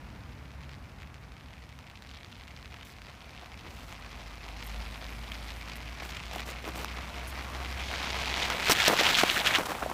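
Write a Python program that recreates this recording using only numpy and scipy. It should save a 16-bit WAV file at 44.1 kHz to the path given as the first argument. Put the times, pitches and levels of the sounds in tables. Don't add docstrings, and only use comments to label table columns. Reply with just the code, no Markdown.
import sys
import numpy as np
from scipy import signal
from scipy.fft import rfft, irfft
from scipy.io import wavfile
from scipy.ndimage import uniform_filter1d

SR = 44100
rng = np.random.default_rng(int(sys.argv[2]) if len(sys.argv) > 2 else 0)


def transcribe(u):
    v = np.clip(np.atleast_2d(u).T, -1, 1)
    q = np.round(v * 32767).astype(np.int16)
    wavfile.write(sys.argv[1], SR, q)


N = 437913
T = np.arange(N) / SR

# time_s, level_db
TOWN_LEVEL = [(0, -46.5), (1.9, -50.5), (3.1, -51.5), (5, -48), (8, -46), (9.93, -46)]
# freq_hz, relative_level_db
TOWN_COLOUR = [(20, -40), (35, -13), (57, 3), (100, -2), (140, -6.5), (260, -10), (370, -19.5),
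               (850, -18.5), (1400, -21), (2500, -24.5), (3200, -32.5), (5000, -35.5), (8000, -45.5),
               (16000, -49)]
MOTOR_HZ, MOTOR_DB, MOTOR_FADE_DB_PER_S = 68.5, -50.5, 3

# time_s, distance_m
PATH = [(0, 38), (1.3, 33.6), (2.3, 24.9), (3.6, 20.8), (4.7, 13.5), (6.2, 12.5), (7.4, 6.53), (8.3, 3.5),
        (8.6, 2.5), (9.1, 1.52), (9.5, 2.05), (9.93, 4.8)]
TURN_S, TURN_LENGTH_S = 2.66, 0.65
ALONGSIDE_S, ALONGSIDE_LENGTH_S = 8.52, 0.39
SNOW_S, SNOW_LENGTH_S, SNOW_STUD_DB, SNOW_CASING_DB = 9.57, 0.035, -12.5, 0.5
STUD_DB, CASING_DB, DUST_DB, STRAY_DB = -26.5, -29.5, -43.5, -43
STUD_LOSS_DB_PER_M, DUST_LOSS_DB_PER_M = 0.0671, 0.16

# freq_hz, relative_level_db
POWDER_COLOUR = [(2000, -0.5), (6000, 2.5), (9500, -0.5), (13000, -2), (16000, -6)]
SPRAY_S, SPRAY_LENGTH_S, SPRAY_DB = 8.3, 1, 3.5
TRAIL_SHARE = 0.79

# freq_hz, relative_level_db
FROST_COLOUR = [(1600, -12), (2200, -5), (3300, 2), (5600, -6), (7000, -12), (9500, -38)]
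FROST_S, FROST_LENGTH_S, FROST_DB = 7.795, .69, -34.5

# start_s, length_s, ring_level_db
RUBS = [(4.637, 0.017, -58), (4.662, 0.015, -52.5), (4.68, 0.94, -67), (5.757, 0.015, -54),
        (7.273, 0.034, -54)]
# freq_hz, width_hz, relative_level_db
DISC_MODES = [(6500, 200, -3), (8400, 330, 0), (10560, 150, 4.5), (12300, 210, 3), (13050, 300, -4),
              (15150, 200, -4)]
PAD_HISS_HZ, PAD_HISS_WIDTH_HZ, PAD_HISS_DB = 10500, 5000, -2

# time_s, knob_rate_hz, hum_level_db
TREAD = [(3.5, 50, -64), (3.8, 51.9, -50), (4.15, 50.97, -50), (4.7, 53.05, -41.5), (6.1, 58.66, -44.5),
         (7.7, 65.3, -41.5), (8.5, 63.7, -43), (8.9, 59.5, -72)]

# start_s, length_s, body_level_db, splinter_level_db
CRUNCHES = [(2.848, 0.081, -60, -57.5), (3.405, 0.05, -54, -78), (3.642, 0.05, -50.5, -72),
            (3.69, 0.26, -64, -60), (6.02, 0.094, -53, -52.5), (6.332, 0.081, -47, -53),
            (6.457, 0.065, -45.5, -48), (6.639, 0.071, -44, -55), (6.753, 0.085, -43, -48),
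            (8.695, 0.039, -30.5, -27), (8.878, 0.065, -26.5, -38), (8.989, 0.0383, -32, -55),
            (9.233, 0.005, -17, -31), (9.58, 0.039, -34, -44), (9.306, 0.081, -42, -40),
            (9.655, 0.016, -36, -39), (9.687, 0.04, -36, -46), (9.825, 0.014, -34, -62)]
# start_s, peak_db, pitch_hz, cycles_to_full_swing, crumbs_against_knock_db, edge_peak_db
CRACKS = [(3.4325, -38.5, 675, 0.78, -10, -53), (3.6663, -34, 1300, .4, -6, -55),
          (6.0217, -33, 743, 0.75, -8, -44), (6.3325, -32, 740, .7, -7, -32),
          (6.36, -28, 745, 0.75, -4, -31), (6.6773, -25.5, 736, 0.44, -4, -30),
          (6.689, -30.5, 740, .5, -1, -34), (6.8461, -21.5, 1200, 0.39, -13, -24.5),
          (8.6973, -12, 472, 0.22, -3, -11), (8.7021, -14, 1115, 0.48, -9, -22),
          (8.7112, -13.5, 1180, 0.5, -5, -6.5), (8.7203, -15.5, 2180, 0.98, -5, -4.5),
          (8.8804, -9, 526, 0.3, -8, -4), (8.8836, -22, 606, .37, -11, -18),
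          (8.8876, -21, 900, 0.62, -12, -26), (8.91, -15, 910, 0.35, -10, -32),
          (8.9225, -30, 340, 0.43, -10, -40), (8.9283, -17.5, 645, 0.5, -14, -34),
          (9.011, -14, 630, 0.38, -11, -18), (9.2341, -12.5, 800, 0.46, 2, -20),
          (9.5815, -23, 1250, 1, -9, -34), (9.5852, -18.5, 650, 0.32, -2, -22),
          (9.5975, -26.5, 620, 0.57, -9, -45), (9.6895, -31, 1150, 1, -13, -48),
          (9.707, -24, 1200, .6, -7, -30), (9.7178, -20, 780, 0.88, -7, -46),
          (9.7504, -24, 1200, 0.35, 0, -40), (9.7848, -30, 1240, 1.1, -14, -55),
          (9.8145, -32, 790, .9, -14, -55), (9.8228, -25, 1350, 1.8, -12, -52),
          (9.827, -23.5, 760, 0.58, -3, -48), (9.8612, -20, 640, 0.74, -21, -46),
          (9.8992, -25, 810, 0.64, -3, -46), (9.914, -23, 930, .7, -8, -52)]
# freq_hz, relative_level_db
CRUST_COLOUR = [(80, -27.5), (190, 2.5), (320, 7), (480, 4.5), (700, 4.5), (1500, 0.5), (2100, -3),
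                (3000, -9), (6000, -41), (15000, -29)]
# freq_hz, relative_level_db
SPLINTER_COLOUR = [(1000, -9), (3000, 9), (4600, 7), (5800, 6), (7500, 4), (9500, 0.5), (13500, 1),
                   (16000, 0.5)]
MIC_RING_HZ, MIC_RING_CYCLES, MIC_RING_DB = 5820, 1.5, -6

# start_s, length_s, pitch_hz, level_db
SKIDS = [(5.315, 0.015, 3180, -44), (5.479, 0.032, 2300, -54), (5.62, 0.081, 1130, -52),
         (5.85, 0.04, 2450, -49), (7.422, 0.24, 1122, -50), (8.414, 0.037, 3230, -34.5),
         (8.797, .014, 2350, -27), (8.861, 0.02, 3180, -25.5), (9.043, 0.044, 2920, -27),
         (9.138, 0.028, 3270, -26.5), (9.291, .015, 2930, -26.5), (9.361, 0.021, 1650, -29.5),
         (9.502, .014, 1770, -28), (9.542, 0.021, 2690, -27)]
SKID_WIDTH = 0.4

# start_s, peak_db, chip_pitch_hz, ring_against_tick_db
SNAPS = [(.6933, -34, 2980, -5), (1.0207, -36, 2400, -2), (1.0323, -33.5, 2400, -1),
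         (1.1434, -34, 3000, -17), (1.692, -37, 3000, -16), (1.7897, -32.5, 3480, -24),
         (1.8689, -37, 2980, -12), (1.8995, -34, 2980, -12), (2.023, -31, 4200, -13),
         (2.093, -36, 3000, -10), (2.1135, -33, 3600, -8), (2.143, -36, 2300, -2), (2.147, -35, 4200, -10),
         (2.172, -43, 4800, -6), (2.2323, -34, 4000, -6), (2.2464, -36, 4400, -2), (2.327, -33, 3300, 0),
         (2.355, -37, 3300, -4), (2.4364, -35, 4200, -8), (2.479, -33.5, 2500, -8), (2.565, -33, 4700, -4),
         (2.6279, -34, 4400, -6), (2.6577, -31, 3860, -3), (2.678, -38, 3400, -8), (2.743, -31, 3200, -19),
         (2.8113, -33, 3000, -8), (2.8312, -32, 2600, -10), (3.0188, -32, 2800, -12),
         (3.4595, -33, 2700, -2), (3.9257, -28, 3000, -19), (4.488, -30, 3000, -7),
         (4.6272, -27.5, 3000, -7), (5.3195, -23.5, 3200, -8), (5.354, -30, 3300, -5),
         (5.6972, -28, 2400, -12), (6.1689, -22.5, 3000, -10), (6.383, -25, 3200, -5),
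         (6.405, -23, 2600, -12), (7.9146, -21.5, 2900, -6), (7.939, -26, 1850, 6), (8.0292, -21, 3500, -2),
         (8.2083, -25, 2130, 4), (8.2585, -19, 2600, -1), (8.3412, -15, 3230, 6), (8.423, -17, 3200, -3),
         (8.454, -17, 3030, -11), (8.502, -11, 1390, -8), (8.8014, -15.5, 2280, 0), (8.8503, -12, 2890, -4),
         (8.871, -9, 3390, -3), (8.8758, -10, 3300, 0), (8.9895, -14, 2160, 2), (9.0012, -16, 3280, -5),
         (9.054, -12, 2730, 0), (9.067, -9, 3140, -1), (9.1277, -18, 2230, -1), (9.1525, -9, 3200, 5),
         (9.187, -8, 2680, -7), (9.198, -15, 2200, -10), (9.2132, -9, 1510, -6), (9.2994, -10, 3070, 2),
         (9.3655, -17, 2900, -2), (9.401, -14, 3830, 1), (9.4165, -18, 3400, 0), (9.47, -7, 3220, 6),
         (9.479, -16, 2800, -3), (9.5443, -12, 2660, 2), (9.5504, -11, 2650, 0), (9.5664, -15, 2840, 5)]
CHIP_HZ, CHIP_SPREAD_OCTAVES, CHIP_CYCLES = 3030, 0.29, 0.72
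CHIP_DRIFT_OCTAVES = 0.14

# freq_hz, relative_level_db
STUD_FAR_COLOUR = [(300, -22), (900, -5.5), (1400, -5), (1720, -2), (2050, 3), (2400, 2), (2750, -1),
                   (3300, -3), (4300, -6), (5200, -8.5), (6300, -14), (9000, -25.5), (15000, -40)]
# freq_hz, relative_level_db
STUD_CLOSE_COLOUR = [(300, -25.5), (900, -3.5), (1400, 1.5), (1900, 1), (2700, 0.5), (3300, 1), (4000, -2),
                     (4900, -7.5), (5900, -9.5), (7500, -13.5), (10000, -24.5), (15000, -22.5)]
# freq_hz, relative_level_db
CASING_COLOUR = [(70, -10.5), (190, 1.5), (280, -1), (460, -0.5), (590, 0), (705, 3), (850, 2), (1050, 2),
                 (1400, -0.5), (1750, -3), (2600, -8.5), (6000, -33)]
# middle_s, length_s, peak_gain_db
RIDGES = [(0.72, 0.1, 7), (1.023, 0.081, 5), (1.55, 0.43, 3), (2.25, 0.79, 2.5), (4.703, 0.36, 3),
          (5.34, .06, 4), (5.498, 0.075, 6), (5.734, 0.4, 2.5), (5.97, 0.13, 0.5), (6.2, 0.59, 4.5),
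          (6.397, 0.046, 7), (7.398, 1.34, -3.5), (8.39, 0.24, 3), (8.684, 0.12, 7), (8.76, 0.053, 3.5),
          (8.806, 0.08, 6), (8.864, 0.1, 6.5), (8.93, .09, -1.5), (9.055, 0.17, 3.5), (8.996, 0.051, 7),
          (9.115, 0.035, 0), (9.19, 0.088, 8), (9.265, 0.045, -1.5), (9.307, 0.034, 4), (9.358, 0.039, 2),
          (9.432, 0.058, -8), (9.468, 0.055, 7.5), (9.528, 0.025, -6), (9.557, 0.07, 5)]
FAR_BITES_PER_S, NEAR_BITES_PER_S = 105, 380
BRIGHTEN_PER_DB = 0.07
SPOTS_PER_S, SPOT_SPREAD_DB = 35, 1.0
ACROSS_DB, ALONGSIDE_DB = -4, -1
CAVITY_HZ, CAVITY_WIDTH_HZ, CAVITY_DB = 712, 55, -12.5
FLAKE_HZ, FLAKE_SPREAD_OCTAVES, FLAKE_DB = 1200, 0.47, -8
WANDER_PER_S, WANDER_DB = 22, 1.3

TOP_HZ = 15450


def undb(db):
    return 10 ** (np.asarray(db) / 20)


def curves(rows):
    s, *columns = np.transpose(rows)
    return [np.interp(T, s, c) for c in columns]


def ramp(start, length):
    return np.clip((T - start) / length, 0, 1)


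def gate(start, length, db):
    edge_s = 0.0016
    full_until = start + max(length - edge_s, edge_s)
    corners = [start - edge_s, start + edge_s, full_until, start + length + edge_s]
    return undb(db) * np.interp(T, corners, [0, 1, 1, 0])


def add(out, start, sound):
    i = max(int(start * SR), 0)
    out[i:i + len(sound)] += sound[:max(N - i, 0)]


def unit(x):
    return x / np.sqrt(np.mean(x ** 2))


def walk(rate):
    k = int(SR / rate)
    steps = np.repeat(rng.standard_normal(N // k + 1), k)
    return unit(uniform_filter1d(uniform_filter1d(steps, k), k)[:N])


def colour(x, points):
    size = 8192
    hz, db = np.transpose(points)
    bins = np.maximum(np.fft.rfftfreq(size, 1 / SR), 1)
    gain = undb(np.interp(np.log(bins), np.log(hz), db))
    cepstrum = irfft(np.log(gain))
    cepstrum[1:size // 2] *= 2
    cepstrum[size // 2 + 1:] = 0
    response = irfft(np.exp(rfft(cepstrum)))
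    return signal.fftconvolve(x, response / np.linalg.norm(response))[:len(x)]


def resonate(x, hz, width):
    return signal.lfilter(*signal.iirpeak(hz, hz / width, fs=SR), x)


def crackle(rate, spread_db, decay_s, tick=0):
    hits = np.zeros(N)
    when = np.flatnonzero(rng.random(N) < rate / SR)
    hits[when] = undb(spread_db * np.clip(rng.standard_normal(len(when)), -2.5, 2.2))
    energy = signal.lfilter([1], [1, -np.exp(-1 / (decay_s * SR))], hits ** 2) + 1e-9
    sound = np.sqrt(energy) * rng.standard_normal(N) - tick * hits
    return sound / np.sqrt(uniform_filter1d(sound ** 2, size=5000) + 1e-9)


def burst(decay_s, points, tick=0):
    t = T[:1024]
    noise = rng.standard_normal(len(t)) * np.exp(-t / decay_s)
    sound = colour(noise - tick * (t == 0), points)
    return sound / np.abs(sound).max()


def knock(hz, cycles):
    turns = hz * T[:1024]
    bend = turns / cycles
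    return np.sin(2 * np.pi * turns) * bend * np.exp(1 - bend)


def chips(rate, spread_db, hz, spread_octaves):
    out = np.zeros(N)
    octaves = CHIP_DRIFT_OCTAVES * walk(28) + spread_octaves * rng.standard_normal(N)
    size = np.clip(rng.standard_normal(N), -2, 2)
    for i in np.flatnonzero(rng.random(N) < rate / SR):
        add(out, T[i], undb(spread_db * size[i]) * knock(hz * 2 ** octaves[i], CHIP_CYCLES))
    return unit(out)


def spreading_db():
    metres, = curves(PATH)
    return -20 * np.log10(metres)


def ridges_db():
    out = np.zeros(N)
    for s, length, db in RIDGES:
        add(out, s - length / 2, db * np.hanning(int(length * SR)))
    return out


def wander(x):
    for hz in np.geomspace(600, 4800, 7):
        swell = undb(WANDER_DB * walk(WANDER_PER_S)) - 1
        x = x + swell * resonate(x, hz, hz / 3)
    return x


def town():
    db, = curves(TOWN_LEVEL)
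    traffic = unit(colour(rng.standard_normal(N), TOWN_COLOUR)) * undb(db + .5 * walk(4.36))
    phase = 2 * np.pi * np.cumsum(MOTOR_HZ * (1 + 0.0081 * walk(8.3))) / SR
    motor = np.sin(phase) * undb(2.0 * walk(10.0)) + undb(-4.5) * np.sin(2 * phase)
    motor_db = MOTOR_DB - MOTOR_FADE_DB_PER_S * T + 2.6 * walk(5.4)
    return traffic + unit(motor) * undb(motor_db)


def dust():
    metres, = curves(PATH)
    db = DUST_DB + TRAIL_SHARE * spreading_db() - DUST_LOSS_DB_PER_M * metres
    db = db + SPRAY_DB * ramp(SPRAY_S, SPRAY_LENGTH_S)
    sizzle = crackle(1500, spread_db=1.5, decay_s=0.002, tick=4.1)
    larger = crackle(27, spread_db=0, decay_s=0.0015, tick=3)
    return unit(colour(sizzle + undb(-7.5) * larger, POWDER_COLOUR)) * undb(db)


def frost():
    fizz = unit(colour(crackle(1800, spread_db=9.0, decay_s=0.00028, tick=4.5), FROST_COLOUR))
    return fizz * gate(FROST_S, FROST_LENGTH_S, FROST_DB) * undb(TRAIL_SHARE * spreading_db())


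def brake():
    ring = 0
    for hz, width, db in DISC_MODES:
        catches = crackle(260, spread_db=4, decay_s=.002)
        ring = ring + undb(db + 5 * walk(28)) * resonate(catches, hz, width)
    hiss = resonate(rng.standard_normal(N), PAD_HISS_HZ, PAD_HISS_WIDTH_HZ)
    contact = sum(gate(*row) for row in RUBS)
    return (unit(ring) + undb(PAD_HISS_DB) * unit(hiss)) * contact


def tread():
    hz, db = curves(TREAD)
    phase = 2 * np.pi * np.cumsum(hz) / SR
    hum = np.sin(phase)
    for harmonic, harmonic_db in [(2, -21.5), (3, -24), (4, -22.0)]:
        hum = hum + undb(harmonic_db) * np.sin(harmonic * phase)
    return unit(hum) * undb(db + .8 * walk(8.7))


def crust():
    body = sum(gate(s, length, db) for s, length, db, _ in CRUNCHES)
    edge = sum(gate(s, length, db) for s, length, _, db in CRUNCHES)
    grains = crackle(900, spread_db=3.0, decay_s=0.0002, tick=4)
    splinters = crackle(1500, spread_db=3.5, decay_s=0.00026, tick=2.0)
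    out = body * unit(colour(grains, CRUST_COLOUR)) + edge * unit(colour(splinters, SPLINTER_COLOUR))
    for s, db, hz, cycles, crumb_db, edge_db in CRACKS:
        crumbs = undb(crumb_db) * burst(0.004, CRUST_COLOUR)
        add(out, s, undb(db) * (knock(hz, cycles) + crumbs))
        mic_ring = undb(MIC_RING_DB) * knock(MIC_RING_HZ, MIC_RING_CYCLES)
        split = burst(0.0012, SPLINTER_COLOUR, tick=2.2) - mic_ring
        add(out, s, undb(edge_db) * split / np.abs(split).max())
    return out


def skids():
    out = np.zeros(N)
    chatter = crackle(900, spread_db=4.5, decay_s=0.0004, tick=3.8)
    for s, length, hz, db in SKIDS:
        grains = chatter[int(s * SR):int((s + length) * SR)]
        rasp = resonate(resonate(grains, hz, SKID_WIDTH * hz), hz, SKID_WIDTH * hz)
        add(out, s, undb(db) * unit(rasp) * signal.windows.tukey(len(rasp), .5))
    return out


def snaps():
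    out = np.zeros(N)
    for s, db, hz, ring_db in SNAPS:
        tick = burst(.0007, STUD_CLOSE_COLOUR, tick=8)
        sound = tick - undb(ring_db) * knock(hz, CHIP_CYCLES)
        add(out, s, undb(db) * sound / np.abs(sound).max())
    return out


def tyres():
    metres, = curves(PATH)
    nearness = np.clip(1 + spreading_db() / 32, 0, 1)
    across = 1 - ramp(TURN_S, TURN_LENGTH_S)
    alongside = ramp(ALONGSIDE_S, ALONGSIDE_LENGTH_S)
    snow = ramp(SNOW_S, SNOW_LENGTH_S)
    rough_db = ridges_db()

    bite_rate = FAR_BITES_PER_S + NEAR_BITES_PER_S * nearness ** 2
    bites = crackle(bite_rate, spread_db=1.5, decay_s=0.00044, tick=4.5)
    scrape = crackle(3000, spread_db=-1.5, decay_s=0.0003)
    flex = crackle(600, spread_db=1.0, decay_s=0.003, tick=4.0)
    contact = bites + undb(-1.5 - 3.7 * across - 1.0 * alongside) * scrape

    far = unit(colour(contact, STUD_FAR_COLOUR))
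    close = unit(colour(contact, STUD_CLOSE_COLOUR))
    close = close + undb(-7.5) * chips(260, 1.4, CHIP_HZ, CHIP_SPREAD_OCTAVES)
    strays = unit(colour(crackle(60, spread_db=-1.5, decay_s=0.00022, tick=5.8), STUD_FAR_COLOUR))
    bright = np.clip(alongside + BRIGHTEN_PER_DB * rough_db, 0, 1)
    studs = (far * (1 - bright) + close * bright) * undb(STUD_DB) + strays * undb(STRAY_DB)
    studs = studs * undb(rough_db + SNOW_STUD_DB * snow - STUD_LOSS_DB_PER_M * metres)

    casing_db = CASING_DB + SNOW_CASING_DB * snow + ACROSS_DB * across + ALONGSIDE_DB * alongside
    shell = unit(colour(flex + undb(-2.0) * bites, CASING_COLOUR))
    cavity = undb(CAVITY_DB) * unit(resonate(scrape, CAVITY_HZ, CAVITY_WIDTH_HZ))
    flakes = undb(FLAKE_DB) * chips(170, 2.5, FLAKE_HZ, FLAKE_SPREAD_OCTAVES)
    casing = (shell + cavity + flakes) * undb(casing_db)

    spots_db = SPOT_SPREAD_DB * walk(SPOTS_PER_S)
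    return wander(studs + casing) * undb(spreading_db() + spots_db)


def scene():
    background = town() + dust() + frost() + brake()
    bike = tread() + crust() + skids() + snaps() + tyres()
    return (background + bike)[None]


def record(dry):
    ceiling = .75
    rounded = ceiling * np.tanh(dry / ceiling)
    low_pass = signal.ellip(10, .2, 80, TOP_HZ, fs=SR, output="sos")
    return signal.sosfilt(low_pass, rounded)


dry = scene()
out = record(dry)
transcribe(out)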